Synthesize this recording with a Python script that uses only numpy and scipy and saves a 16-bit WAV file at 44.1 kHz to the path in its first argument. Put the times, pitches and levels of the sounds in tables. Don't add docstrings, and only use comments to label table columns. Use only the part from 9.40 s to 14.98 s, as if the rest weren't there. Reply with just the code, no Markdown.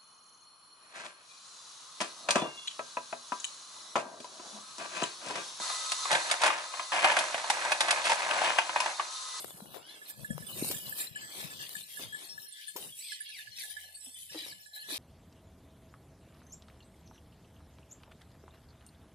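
import sys
import numpy as np
from scipy import signal
from scipy.fft import rfft, irfft, next_fast_len
from scipy.io import wavfile
from scipy.ndimage import uniform_filter1d, map_coordinates

SR = 44100
rng = np.random.default_rng(int(sys.argv[2]) if len(sys.argv) > 2 else 0)


def pcm_store(signal):
    levels = np.round(np.clip(np.atleast_2d(signal), -1, 1) * 32767)
    wavfile.write(sys.argv[1], SR, levels.astype(np.int16).T)


N = 246078
T = np.arange(N) / SR
LAG = 11


def amp(db):
    return np.exp(np.asarray(db) * (np.log(10) / 20))


def unit(x):
    return x / np.sqrt(np.mean(x ** 2) + 1e-20)


def sides(pan_db):
    left = 1 / (1 + amp(-np.asarray(pan_db)))
    return 2 * np.array([left, 1 - left])


def curves(rows):
    s, *columns = np.transpose(rows)
    return [np.interp(T, s, column) for column in columns]


def wobble(rate):
    knots = rng.standard_normal(int(N * rate / SR) + 4)
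    return map_coordinates(knots, [T * rate])


def coloured(x, points):
    n = x.shape[-1]
    m = next_fast_len(n + 4096)
    hz, db = np.transpose(points)
    log_hz = np.log(np.fft.rfftfreq(m, 1 / SR) + 1)
    gain = amp(np.interp(log_hz, np.log(hz + 1), db, -120, -120))
    return unit(irfft(rfft(x, m) * gain, m)[..., :n])


def add(out, s, x, pan_db, lag=0):
    for ch, (gain, late) in enumerate(zip(sides(pan_db), (lag, 0))):
        part = out[ch, round(s * SR) + late:][:len(x)]
        part += gain * x[:len(part)]


def rush(spectrum, alike, patchy_db, grain_db):
    shared = rng.standard_normal(N + 64)
    own = rng.standard_normal((2, N))
    shared_at_ports = np.array([shared[64 - LAG:][:N], shared[64:]])
    noise = np.sqrt(alike) * shared_at_ports + np.sqrt(1 - alike) * own
    grains = amp(grain_db * wobble(300))
    z = signal.stft(grains * noise, nperseg=512)[2]
    field = rng.standard_normal(z.shape[1:])
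    field = unit(uniform_filter1d(uniform_filter1d(field, size=3, axis=0), size=16, axis=1))
    patches = np.where(field < 0, field, np.tanh(field))
    patchy = signal.istft(z * amp(patchy_db * patches), nperseg=512)[1][:, :N]
    return coloured(patchy, spectrum)


SWELL_DB = 10.5


def swells(s, length, gain):
    t = T[::64]
    from_peak = np.abs(2 * (t - s[:, None]) / length[:, None])
    shape = amp(-SWELL_DB * from_peak ** 1.6)
    return np.array([np.interp(T, t, power) for power in gain ** 2 @ shape ** 2])


# time_s, rustle_db, crisp_treble_db, airy_top_db, dull_scuffing_db
BRUSH_LEVELS = [(0.0, -54.5, -45.5, -60, -58.5), (0.43, -69, -64, -72, -60), (0.87, -60.5, -57, -69, -73.5),
                (1.29, -76, -48, -45, -83), (1.82, -51.5, -68, -66, -63.5), (2.11, -49, -56.5, -56, -57),
                (2.42, -55, -52, -62, -73.5), (2.84, -55.5, -57, -67, -63), (3.12, -75, -65.5, -69, -80.5),
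                (3.56, -58.5, -46, -60, -95), (3.85, -52.5, -66.5, -82.5, -85.5),
                (4.49, -63, -58, -96, -82), (5.35, -64, -61.5, -77, -87), (5.58, -45.5, -50, -65, -54)]
# loudest_s, length_s, rustle_db, crisp_db, airy_db, scuffing_db
BRUSH_SWISHES = [(0.337, 0.086, -57, -62, -59, -60.5), (0.53, 0.3, -54.5, -81, -84, -66),
                 (0.701, 0.037, -59, -47.5, -48.5, -86), (1.034, 0.19, -54.5, -54, -68, -56.5),
                 (1.11, 0.076, -70, -53, -50, -55.5), (1.262, 0.27, -43.5, -38.5, -59, -50.5),
                 (1.487, 0.14, -49.5, -49.5, -53, -58), (1.609, 0.15, -48, -42.5, -47.5, -57),
                 (2.014, 0.2, -51, -47.5, -56, -57), (2.21, 0.13, -48.5, -69, -60, -65),
                 (2.55, 0.2, -57.5, -49, -55.5, -91), (2.845, 0.098, -57.5, -52.5, -64.5, -71),
                 (3.033, 0.092, -62, -52.5, -54, -69.5), (3.234, 0.34, -51.5, -57.5, -69, -91),
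                 (3.432, 0.14, -54, -51, -59, -59), (3.598, 0.19, -62, -52, -62, -74.5),
                 (3.997, 0.11, -48, -51, -87, -86), (4.229, 0.11, -45, -43.5, -79, -76),
                 (4.35, 0.28, -50.5, -61, -60, -89), (4.685, 0.2, -70, -59.5, -75, -75),
                 (4.936, 0.054, -48.5, -56, -79, -65), (4.99, 0.18, -46.5, -51, -77, -69),
                 (5.492, 0.071, -48.5, -69, -72, -75), (5.088, 0.14, -49.5, -50, -77, -60.5),
                 (0.85, 0.078, -70, -58, -70, -62), (1.867, 0.16, -61, -71, -68, -80),
                 (2.327, .08, -67, -61, -53, -63), (2.63, 0.092, -49, -58, -69, -60.5),
                 (3.742, 0.24, -48, -72.5, -69, -88), (4.852, 0.21, -73, -50, -80, -92),
                 (5.359, 0.045, -62, -48, -57, -92), (5.53, 0.08, -39, -42.5, -55, -49.5)]
# time_s, left_right_db
BRUSH_PAN = [(0, -1), (.37, 1), (.5, -4), (1.3, 0), (2.2, 3), (2.83, 3), (2.95, 2.5), (3.2, 4), (3.8, 0.5),
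             (4.4, 3), (5.4, 1), (5.52, 3)]
# frequency_hz, density_db (per Hz)
RUSTLE_SPECTRUM = [(820, -56), (1400, -55), (1570, -5.5), (1730, -1), (1970, -0.5), (3470, 5.5), (5100, 0),
                   (6680, -7), (7000, -26), (9100, -52), (15400, -120)]
CRISP_SPECTRUM = [(3530, -15.5), (6000, -10.5), (6720, -8.5), (8030, -4.5), (8520, 0), (9140, -1),
                  (9960, 1), (11800, -4), (12500, -2.5), (16200, -44), (22000, -120)]
AIRY_SPECTRUM = [(10500, -27), (12000, -11.5), (13500, -7), (15000, -5), (16000, -38.5)]
SCUFF_SPECTRUM = [(180, -13), (300, 0), (386, -2), (690, -3), (882, -4.5), (1130, -5.5), (1600, -9.5),
                  (2080, -49), (3520, -120)]
AIRY_PAN_DB, SCUFF_PAN_DB = 2.5, 4.5


def brush():
    s, length, *peak_db = np.transpose(BRUSH_SWISHES)
    level = np.sqrt(amp(curves(BRUSH_LEVELS)) ** 2 + swells(s, length, amp(peak_db)))
    level = level * amp(2.1 * wobble(22))
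    rustle = level[0] * rush(RUSTLE_SPECTRUM, alike=0.19, patchy_db=9, grain_db=2)
    crisp = level[1] * rush(CRISP_SPECTRUM, alike=0.1, patchy_db=8, grain_db=2)
    airy = level[2] * rush(AIRY_SPECTRUM, alike=.3, patchy_db=7, grain_db=1.5)
    scuff = level[3] * rush(SCUFF_SPECTRUM, alike=.5, patchy_db=2, grain_db=2.5)
    pan_db, = curves(BRUSH_PAN)
    moving = sides(pan_db) * (rustle + crisp) + sides(pan_db + AIRY_PAN_DB) * airy
    return moving + sides([SCUFF_PAN_DB]) * scuff


# time_s, level_db
WIND_LULLS = [(0, -65), (.55, -76.5), (1.2, -89), (2.7, -72), (3.2, -93.5), (4.0, -81.5), (4.7, -78.5),
              (5.58, -87)]
# strongest_s, length_s, level_db, left_right_db
WIND_GUSTS = [(0.058, 0.034, -51, -14), (0.288, 0.27, -63.5, 17), (0.81, 0.12, -53.5, 36),
              (0.916, 0.043, -42, 47), (1.012, 0.083, -50.5, 13), (1.199, 0.2, -47.5, 9),
              (1.329, 0.098, -46.5, 10), (1.486, 0.17, -56.5, 32), (1.747, 0.23, -59.5, 38),
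              (2.062, 0.16, -55.5, 19), (2.206, 0.17, -56.5, -4), (2.39, 0.17, -66, 22),
              (2.656, 0.11, -52, -5.5), (2.736, 0.18, -65, 17), (2.964, 0.21, -67, 23),
              (3.454, 0.19, -60.5, -1.5), (4.114, 0.16, -71.5, 19.5), (5.083, 0.38, -67, 0),
              (5.494, 0.097, -63, -26)]
# frequency_hz, density_db (per Hz)
BUFFET_SPECTRUM = [(15, -61), (25, -18), (54, -6), (88, 1), (156, 6), (217, 1.5), (383, -24), (520, -6),
                   (680, -12), (1140, -120)]


def wind():
    s, length, db, pan_db = np.transpose(WIND_GUSTS)
    level = np.sqrt(amp(curves(WIND_LULLS)) ** 2 + swells(s, length, amp(db) * sides(pan_db)))
    lumps = amp(3 * np.array([wobble(22), wobble(22)]))
    buffeting = rush(BUFFET_SPECTRUM, alike=.3, patchy_db=.8, grain_db=.1)
    return level * unit(lumps * buffeting)


def ring(hz, t60, t):
    sway = np.interp(t, np.arange(60) / 110, rng.standard_normal(60))
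    drift = np.interp(t, np.arange(60) / 90, rng.standard_normal(60))
    first_drop = amp(-60 * t / max(t60, .01))
    tail = amp(-23.5 - 60 * t / max(5.2 * t60, .01))
    rise = (1 - np.exp(-t * hz / 4.5)) ** 2
    level = (first_drop + tail) * rise * amp(2.5 * sway)
    return level * np.sin(2 * np.pi * hz * t + 0.76 * drift)


# pitch_hz, level_db (relative to the event)
PING_MODES = [
    [(3480, -2.5), (8720, 3)],
    [(2965, 0)],
    [(3300, 0)],
    [(4070, 0)],
    [(4213, 0)],
    [(5480, 0)],
    [(8000, 0)],
    [(8228, 0)],
    [(9944, 0)],
    [(11348, 0)],
    [(11970, 0)],
    [(10950, 0)],
    [(7800, 0)],
    [(3600, 0), (4150, -6)],
    [(3280, 0), (2850, -5)],
    [(3490, 0)],
    [(3090, 0)],
    [(4440, 0)],
]
# start_s, level_db, left_right_db
PING_EVENTS = [ (0.067, [(0.019, -45, 8), (1.066, -41, -7), (0.102, -47.5, 0), (2.897, -50, -5),
               (3.124, -42, -6), (3.281, -42.5, 3), (4.744, -44, -3)]), (0.23, [(0.478, -50.5, 5),
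               (1.083, -42, 7), (1.4, -46, 6), (1.452, -47.5, 1), (1.749, -43, 4), (4.992, -46, 3),
               (3.488, -50.5, 0), (4.116, -54, 6), (4.89, -51, 6), (5.142, -53.5, 11), (5.417, -50, 5)]),
               (0.17, [(0.897, -47.5, -3), (2.709, -64, 8), (3.522, -46, -2), (3.657, -47, 5)]),
               (0.046, [(0.492, -41, 8), (1.127, -42, 12), (1.232, -32.5, 26), (1.464, -39, 19),
               (1.669, -36.5, 15), (2.304, -39, -1), (2.433, -41.5, 5), (2.996, -42.5, 7)]),
               (0.18, [(0.657, -53, 5), (2.72, -64, 8), (2.84, -51, 18), (2.885, -49.5, 10), (2.94, -58, 3),
               (3.065, -53, 15), (3.275, -48, 14), (3.86, -50, 6), (4.117, -44.5, 7), (4.455, -53, 5),
               (5.223, -56, -9), (5.26, -73, 4)]), (0.25, [(0.44, -61, -8), (2.891, -39.5, 6.5),
               (3.024, -48, 11), (4.165, -45, 0), (4.6, -55, -7), (4.645, -52, 3), (4.69, -59, -4),
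               (4.76, -67, 2), (4.901, -47.5, 1), (5.202, -58, 15)]), (0.55, [(1.815, -47.5, -28),
               (4.608, -46.5, -11)]), (0.65, [(1.494, -59, -23), (3.634, -46.5, -2.5), (4.545, -50, -9)]),
               (0.17, [(1.587, -58, -6), (3.082, -46.5, -16), (3.273, -42, 10), (3.802, -38, -4),
               (3.888, -44.5, -11), (4.3, -39, 32), (4.551, -47, 20)]), (0.35, [(0.0, -57, 17)]),
               (0.072, [(1.494, -37.5, 18)]), (0.11, [(4.645, -44.5, 5), (5.415, -51, 7)]),
               (0.16, [(3.589, -41, -10)]), (0.054, [(2.153, -47, 14), (2.173, -56, 3), (2.215, -41.5, 14),
               (2.262, -42, 3), (2.407, -41.5, 3), (2.553, -61, 3), (2.607, -47.5, 15)]),
               (0.031, [(3.852, -39.5, 2), (3.867, -36, -6.5), (3.882, -46, 5), (3.897, -43, -6),
               (3.925, -42, 2), (3.944, -40, 2), (4.255, -45, 4)]), (0.21, [(2.66, -69, 4), (4.66, -53, 20),
               (4.76, -50, 12)]), (0.26, [(4.42, -51, 4), (4.755, -51, 1), (4.82, -54, 7),
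               (4.312, -52, 5)]), (0.13, [(2.65, -51, 4), (2.842, -50, 9), (4.542, -48.5, 8),
               (4.71, -60, 4)]), ]


def pings():
    out, t = np.zeros((2, N)), T[:SR // 4]
    for modes, (t60, events) in zip(PING_MODES, PING_EVENTS):
        for s, db, pan_db in events:
            for hz, mode_db in modes:
                add(out, s, amp(db + mode_db) * ring(hz, t60, t), pan_db, LAG)
    return out


HERD_MODES = [1720, 2970, 3235, 3480, 3914, 4213, 4905, 5481, 7213, 7528, 8000, 8228, 8716, 9944, 11310,
              12700, 13377]
TINKLE_DB = -62


def tinkle():
    out, t = np.zeros((2, N)), T[:SR // 5]
    for when, which, size, side in rng.random((300, 4)):
        hz = HERD_MODES[int(which * len(HERD_MODES))] * (.97 + .06 * side)
        strike = amp(TINKLE_DB + 7 * size) * ring(hz, 0.15, t)
        add(out, when * N / SR, strike, 14 * side - 4, LAG)
    return out


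# pitch_hz, level_db (before each blow's change), t60_ratio (to the blow's t60)
BELL_MODES = [(1720, 0, 1), (7213, -25, 2.8), (7528, -26, 2.6), (8228, -23, 2.8), (9944, -21, 3)]
# time_s, level_db
HUM_LEVEL = [(0, -79), (.55, -77), (1.0, -62), (1.85, -66), (2.2, -73), (2.9, -62), (3.25, -65), (3.5, -88),
             (4.03, -66), (4.5, -74), (4.8, -84), (5.15, -69), (5.58, -59)]


def hum():
    tone = np.sqrt(2) * np.sin(2 * np.pi * BELL_MODES[0][0] * T + 2.1 * wobble(70))
    level = amp(curves(HUM_LEVEL)[0] + 6.8 * wobble(21.97))
    out = np.zeros((2, N))
    add(out, 0, level * tone, -3, LAG)
    return out


# start_s, level_db, treble_db (crack relative to knock), t60_s (of the knock)
SNAP_EVENTS = [(0.044, -42, 3, 0.033), (0.106, -49.5, 9, 0.016), (0.204, -47.5, -15, 0.018),
               (0.257, -54, -8, 0.025), (0.343, -48, -1.5, 0.21), (0.351, -53, -12, .03),
               (0.362, -47, -12, 0.056), (0.369, -50.5, 4, .03), (0.721, -49, -6, 0.0066),
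               (0.794, -56, -6, 0.029), (0.979, -39.5, 1, 0.02), (1.245, -45.5, 12, 0.045),
               (1.312, -41.5, 14, 0.085), (1.321, -49, 0.5, 0.016), (1.494, -66, 19, .015),
               (1.586, -62, 21, 0.03), (1.637, -67, 23, .015), (1.283, -64, 16, .012),
               (2.047, -57, 25, 0.011), (2.215, -70.5, 11.5, 0.015), (2.261, -67, 8, .012),
               (2.292, -52.5, 24, 0.012), (2.406, -63, 23, 0.022), (2.594, -53.5, 7, 0.33),
               (3.362, -47, 9.5, 0.25), (3.467, -63, 9, .016), (4.717, -84, 26, .011),
               (4.921, -67, -3, 0.43), (4.946, -51, -20, 0.31), (5.062, -50.5, -1, 0.039),
               (5.487, -56, 5, 0.074)]
# time_s, left_right_db
SNAP_PAN = [(0, 21), (.25, 21), (.35, 30), (1, 9), (1.25, 6), (1.55, 6.5), (2.3, 12), (2.45, 2.5), (3.4, 8),
            (5.5, 6)]
# frequency_hz, gain_db
KNOCK_SPECTRUM = [(150, -34), (400, 8.5), (700, 3), (1300, -3), (2500, -15), (5000, -34)]
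CRACK_SPECTRUM = [(1500, -4), (3000, 4), (8000, 2), (15000, 8.5)]
SNAP_RISE_S = .0007


def snaps():
    out, t = np.zeros((2, N)), T[:SR // 4]
    for s, db, treble_db, t60 in SNAP_EVENTS:
        low, high = rng.standard_normal((2, len(t)))
        low[50], high[50] = 22, 4
        fall_db = -60 * t / max(t60, .004)
        knock = amp(fall_db) * coloured(low, KNOCK_SPECTRUM)
        crack = amp(treble_db + 1.5 * fall_db) * coloured(high, CRACK_SPECTRUM)
        rise = 1 - np.exp(-t / SNAP_RISE_S)
        add(out, s, amp(db) * rise * (knock + crack), np.interp(s, *np.transpose(SNAP_PAN)), 6)
    return out


# start_s, peak_db, pitch_hz, left_right_db, length_cycles
BUMP_EVENTS = [(0.142, -48, 175, 6, 4.1), (0.219, -41.5, 205, 4, 4.5), (0.824, -44, 145, 37, 4.2),
               (0.904, -29.5, 193, 51, 2.8), (0.944, -37.5, 150, 49, 6), (1.16, -43.5, 363, 7, 8.1),
               (1.2238, -21.5, 287, 3.5, 1.76), (1.245, -39.5, 213, 1, 2.8), (1.302, -34, 388, -1, 3.8),
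               (1.355, -42.5, 139, 27, 2.4), (1.709, -48, 122, 32, 2.3), (2.039, -40.5, 156, 31, 4.5),
               (2.361, -53.5, 187, 30, 5.4), (2.595, -48.5, 274, 3, 4.1), (2.646, -47, 116.5, -25, 4.3),
               (3.357, -39.5, 350, 4, 2.7), (3.359, -42.5, 970, 4, 16), (4.07, -59.5, 114, 26, 6.2),
               (4.666, -56, 255.5, 2, 9.9), (4.909, -58, 146, 3, 3.9), (4.948, -43.5, 462, 5, 11),
               (4.949, -40, 316, 1.5, 13.7), (5.018, -54, 310, 1, 9.2), (5.521, -44, 307, 0, 7.3)]


def bumps():
    out, t = np.zeros((2, N)), T[:SR // 5]
    for s, db, hz, pan_db, cycles in BUMP_EVENTS:
        u = 3.37 * t * hz / max(cycles, .5)
        envelope = (u * np.exp(1 - u)) ** 2
        add(out, s, amp(db) * envelope * np.sin(2 * np.pi * hz * t), pan_db)
    return out


def song(rows, rough_db, jitter, breath):
    s, hz, *levels = np.transpose(rows)
    t = np.arange(s[0], s[-1], 1 / SR)
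    since = t - s[0]
    shaky = 1 + jitter * np.interp(since, np.arange(60) / 250, rng.standard_normal(60))
    pitch = uniform_filter1d(np.interp(t, s, hz), size=300, mode='nearest') * shaky
    phase = 2 * np.pi * np.cumsum(pitch) / SR
    tone = np.zeros(len(t))
    for k, db in enumerate(levels, start=1):
        roughness = np.interp(since, np.arange(40) / 160, rng.standard_normal(40)) - .5
        tone += amp(np.interp(t, s, db) + rough_db * roughness) * np.sin(k * phase)
    air = unit(np.convolve(rng.standard_normal(len(t)), np.hanning(160), 'same'))
    tone = tone * (np.sqrt(1 - breath) + np.sqrt(breath) * air)
    fade = np.clip(np.minimum(since, s[-1] - t) / .002, 0, 1)
    return s[0], np.sqrt(2) * tone * fade


WARBLE_PER_S, FADE_DB = 51, 10
DIVE = .25
GROWS_DB = 14


def whistle(s, length, from_hz, to_hz, warble_hz, db):
    u = np.linspace(0, 1, num=30)
    glide = (1 - DIVE) * u + DIVE * u ** 6
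    warble = warble_hz * np.cos(2 * np.pi * WARBLE_PER_S * length * u)
    hz = from_hz + glide * (to_hz - from_hz) + warble
    growth_db = GROWS_DB * (1 - glide) * abs(np.log2(from_hz / to_hz))
    level_db = db - FADE_DB * (2 * u - 1) ** 6 - growth_db
    return np.transpose([s + length * u, hz, level_db])


RISE = .78
FALL_STATIONS = [(.25, .22), (.57, .76)]
PARTIAL_LEVELS = [
    [-14, -3, -1, -1, -2, -6],
    [-7, -3, 0, -1, 0, -3],
    [-22, -2, -2, -8, -14, -18],
]
THROAT_HZ, DROP_DB_PER_KHZ = 4900, 40


def chirp(start, top, end, start_hz, top_hz, end_hz, early, *db):
    part = lambda a, b, u: a + u * (b - a)
    fall_s = [part(top, end, u) for u, _ in FALL_STATIONS]
    fall_hz = [part(top_hz, end_hz, v) for _, v in FALL_STATIONS]
    s = [start, part(start, top, early), top, *fall_s, end]
    hz = [start_hz, part(start_hz, top_hz, RISE), top_hz, *fall_hz, end_hz]
    over_khz = np.clip(np.outer([1, 2, 3], hz) - THROAT_HZ, 0, None) / 1000
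    levels = np.array(db)[:, None] + PARTIAL_LEVELS - DROP_DB_PER_KHZ * over_khz
    return np.transpose([s, hz, *levels])


# start_s, length_s, from_hz, to_hz, warble_depth_hz, level_db
BIRD_WHISTLES = [(.29, .07, 14800, 12900, 0, -64), (3.703, .04, 5500, 4850, 0, -51),
                 (3.735, .025, 4500, 3900, 0, -48), (3.632, .085, 3400, 3350, 120, -53),
                 (4.97, .038, 3930, 3930, 70, -44), (5.024, .036, 4000, 3820, 70, -44),
                 (5.062, .073, 5780, 3600, 0, -46), (5.331, .059, 4080, 4020, 160, -46),
                 (5.391, .015, 4050, 4500, 150, -45), (5.41, .022, 4500, 3950, 120, -47),
                 (2.485, .1, 3230, 3260, 0, -55), (2.65, .115, 3180, 3400, 0, -53),
                 (3.13, .07, 3350, 3800, 0, -56), (3.2, .055, 3800, 3050, 0, -55),
                 (5.005, .02, 4200, 4250, 0, -53)]
# start_s, top_s, end_s, start_hz, top_hz, end_hz,
# early_share (of the rise time, after which most of the rise is done), first_db, second_db, third_db (partials)
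BIRD_CHIRPS = [(.402, .535, .575, 1300, 1800, 1540, .7, -60, -55, -55),
               (3.6, 3.652, 3.74, 1900, 2460, 1990, .45, -53, -51, -54),
               (3.905, 3.92, 4.015, 2650, 2700, 1730, .5, -52, -50, -55),
               (4.166, 4.182, 4.245, 2100, 2660, 1900, .45, -51, -50, -54)]


def birds():
    out = np.zeros((2, N))
    for call in BIRD_WHISTLES:
        add(out, *song(whistle(*call), rough_db=1.8, jitter=.008, breath=.02), 2)
    for call in BIRD_CHIRPS:
        add(out, *song(chirp(*call), rough_db=3.5, jitter=.011, breath=.07), 2)
    echo = rng.standard_normal((2, SR // 4)) * amp(-60 * T[:SR // 4] / 0.16)
    echo = amp(-8) * echo / np.linalg.norm(echo[0])
    return out + signal.fftconvolve(out, echo, axes=1)[:, :N]


# start_s, level_db, upper_modes_db (raised by), t60_s (lowest mode's first drop)
CLAPPER_BLOWS = [(0.615, -31, -8, 0.049), (0.7018, -30.5, -9, 0.032), (0.845, -25.5, -5, 0.043),
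                 (0.904, -26, -1, 0.044), (1.0223, -38.5, 5, 0.064), (1.3428, -33.5, 10.5, 0.045),
                 (1.523, -24, -1.5, 0.029), (1.603, -28, 11, 0.063), (1.757, -27, 3.5, 0.058),
                 (1.815, -41, 7.5, 0.24), (2, -33, 4, 0.046), (2.1048, -41, 10, 0.14),
                 (2.2003, -38.5, 6, 0.12), (2.3511, -26.5, 4, 0.051), (2.5694, -32, 3, 0.061),
                 (2.7235, -32, 0, 0.093), (2.7438, -27, 2, 0.046), (2.864, -47.5, 13, 0.098),
                 (2.9766, -29.5, -11, 0.039), (3.1904, -52.5, 0, 0.069), (3.2792, -34, 5, 0.07),
                 (3.7187, -32, 3.5, 0.049), (3.804, -38, 0.5, 0.058), (3.8904, -42.5, -7, 0.058),
                 (3.985, -42, 0, 0.13), (4.0705, -39, -21, 0.05), (4.2343, -37.5, 5, 0.064),
                 (4.2996, -43, 0, 0.067), (4.365, -34.5, -1.5, 0.072), (4.437, -44, -3, 0.046),
                 (4.4775, -50.5, -11, 0.12), (4.566, -53, 17, 0.11), (4.625, -59, 2, 0.072),
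                 (4.715, -61, 20, 0.072), (4.78, -74, -4, 0.044), (4.8956, -51, 13, 0.096),
                 (5.03, -40, -5, 0.047), (5.122, -41, -3, 0.048), (5.186, -57, -9, 0.079),
                 (5.2584, -40.5, 7, 0.05), (5.31, -60, 6, 0.14), (5.3609, -37.5, -1, 0.069),
                 (5.429, -57, 2, 0.12), (5.5002, -37.5, 11, 0.089)]
# time_s, left_right_db
BELL_PAN = [(.6, -2.5), (.85, -4), (1.3, -12), (1.8, 5.5), (2.1, -2), (2.35, 8), (2.57, -10.5), (2.75, 7),
            (3.3, 7), (3.6, -27), (4.4, -44), (4.6, -8), (5.5, -19)]


def clanks():
    out, t = np.zeros((2, N)), T[:SR // 4]
    for s, db, upper_db, t60 in CLAPPER_BLOWS:
        scatter = rng.normal(0, 2.7, len(BELL_MODES) - 1)
        balance = np.r_[0, upper_db + scatter]
        clank = np.zeros(len(t))
        for (hz, mode_db, ratio), change_db in zip(BELL_MODES, balance):
            clank += amp(mode_db + change_db) * ring(hz, t60 * ratio, t)
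        add(out, s, amp(db) * clank, np.interp(s, *np.transpose(BELL_PAN)), LAG)
    return out


# time_s, level_db
DRONE_LEVEL = [(0, -90), (3.4, -98), (4.1, -77.5), (4.7, -76), (5.3, -79), (5.58, -94)]
DRONE_HZ = 85


def drone():
    phase = 2 * np.pi * DRONE_HZ * T + 0.74 * wobble(5.7)
    level = amp(curves(DRONE_LEVEL)[0] + 1.6 * wobble(8.7))
    return level * np.sqrt(2) * np.sin(phase)


# time_s, level_db
FLUTTER_LEVEL = [(0, -100.5), (3.85, -101.5), (3.96, -81), (4.1, -85.5), (4.25, -67), (4.34, -77),
                 (4.4, -70), (4.7, -74.5), (4.8, -100), (5.58, -65.5)]
# frequency_hz, density_db (per Hz)
DULL_SPECTRUM = [(300, -49), (480, -5), (650, 0), (850, 4), (1100, -28), (1500, -53.5)]


def flutter():
    level = amp(curves(FLUTTER_LEVEL)[0] + 3 * wobble(25))
    return level * sides([6]) * rush(DULL_SPECTRUM, alike=.5, patchy_db=3.5, grain_db=3)


def scene():
    ringing = pings() + tinkle() + hum() + clanks()
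    return brush() + wind() + ringing + snaps() + bumps() + birds() + drone() + flutter()


TOP_HZ = 15850


def record(dry):
    m = next_fast_len(N + 4096)
    hz = np.fft.rfftfreq(m, 1 / SR)
    bass_cut = hz ** 2 / (hz ** 2 + 45 ** 2)
    return irfft(rfft(dry, m) * bass_cut * (hz < TOP_HZ), m)[:, :N]


dry = scene()
out = record(dry)
pcm_store(out)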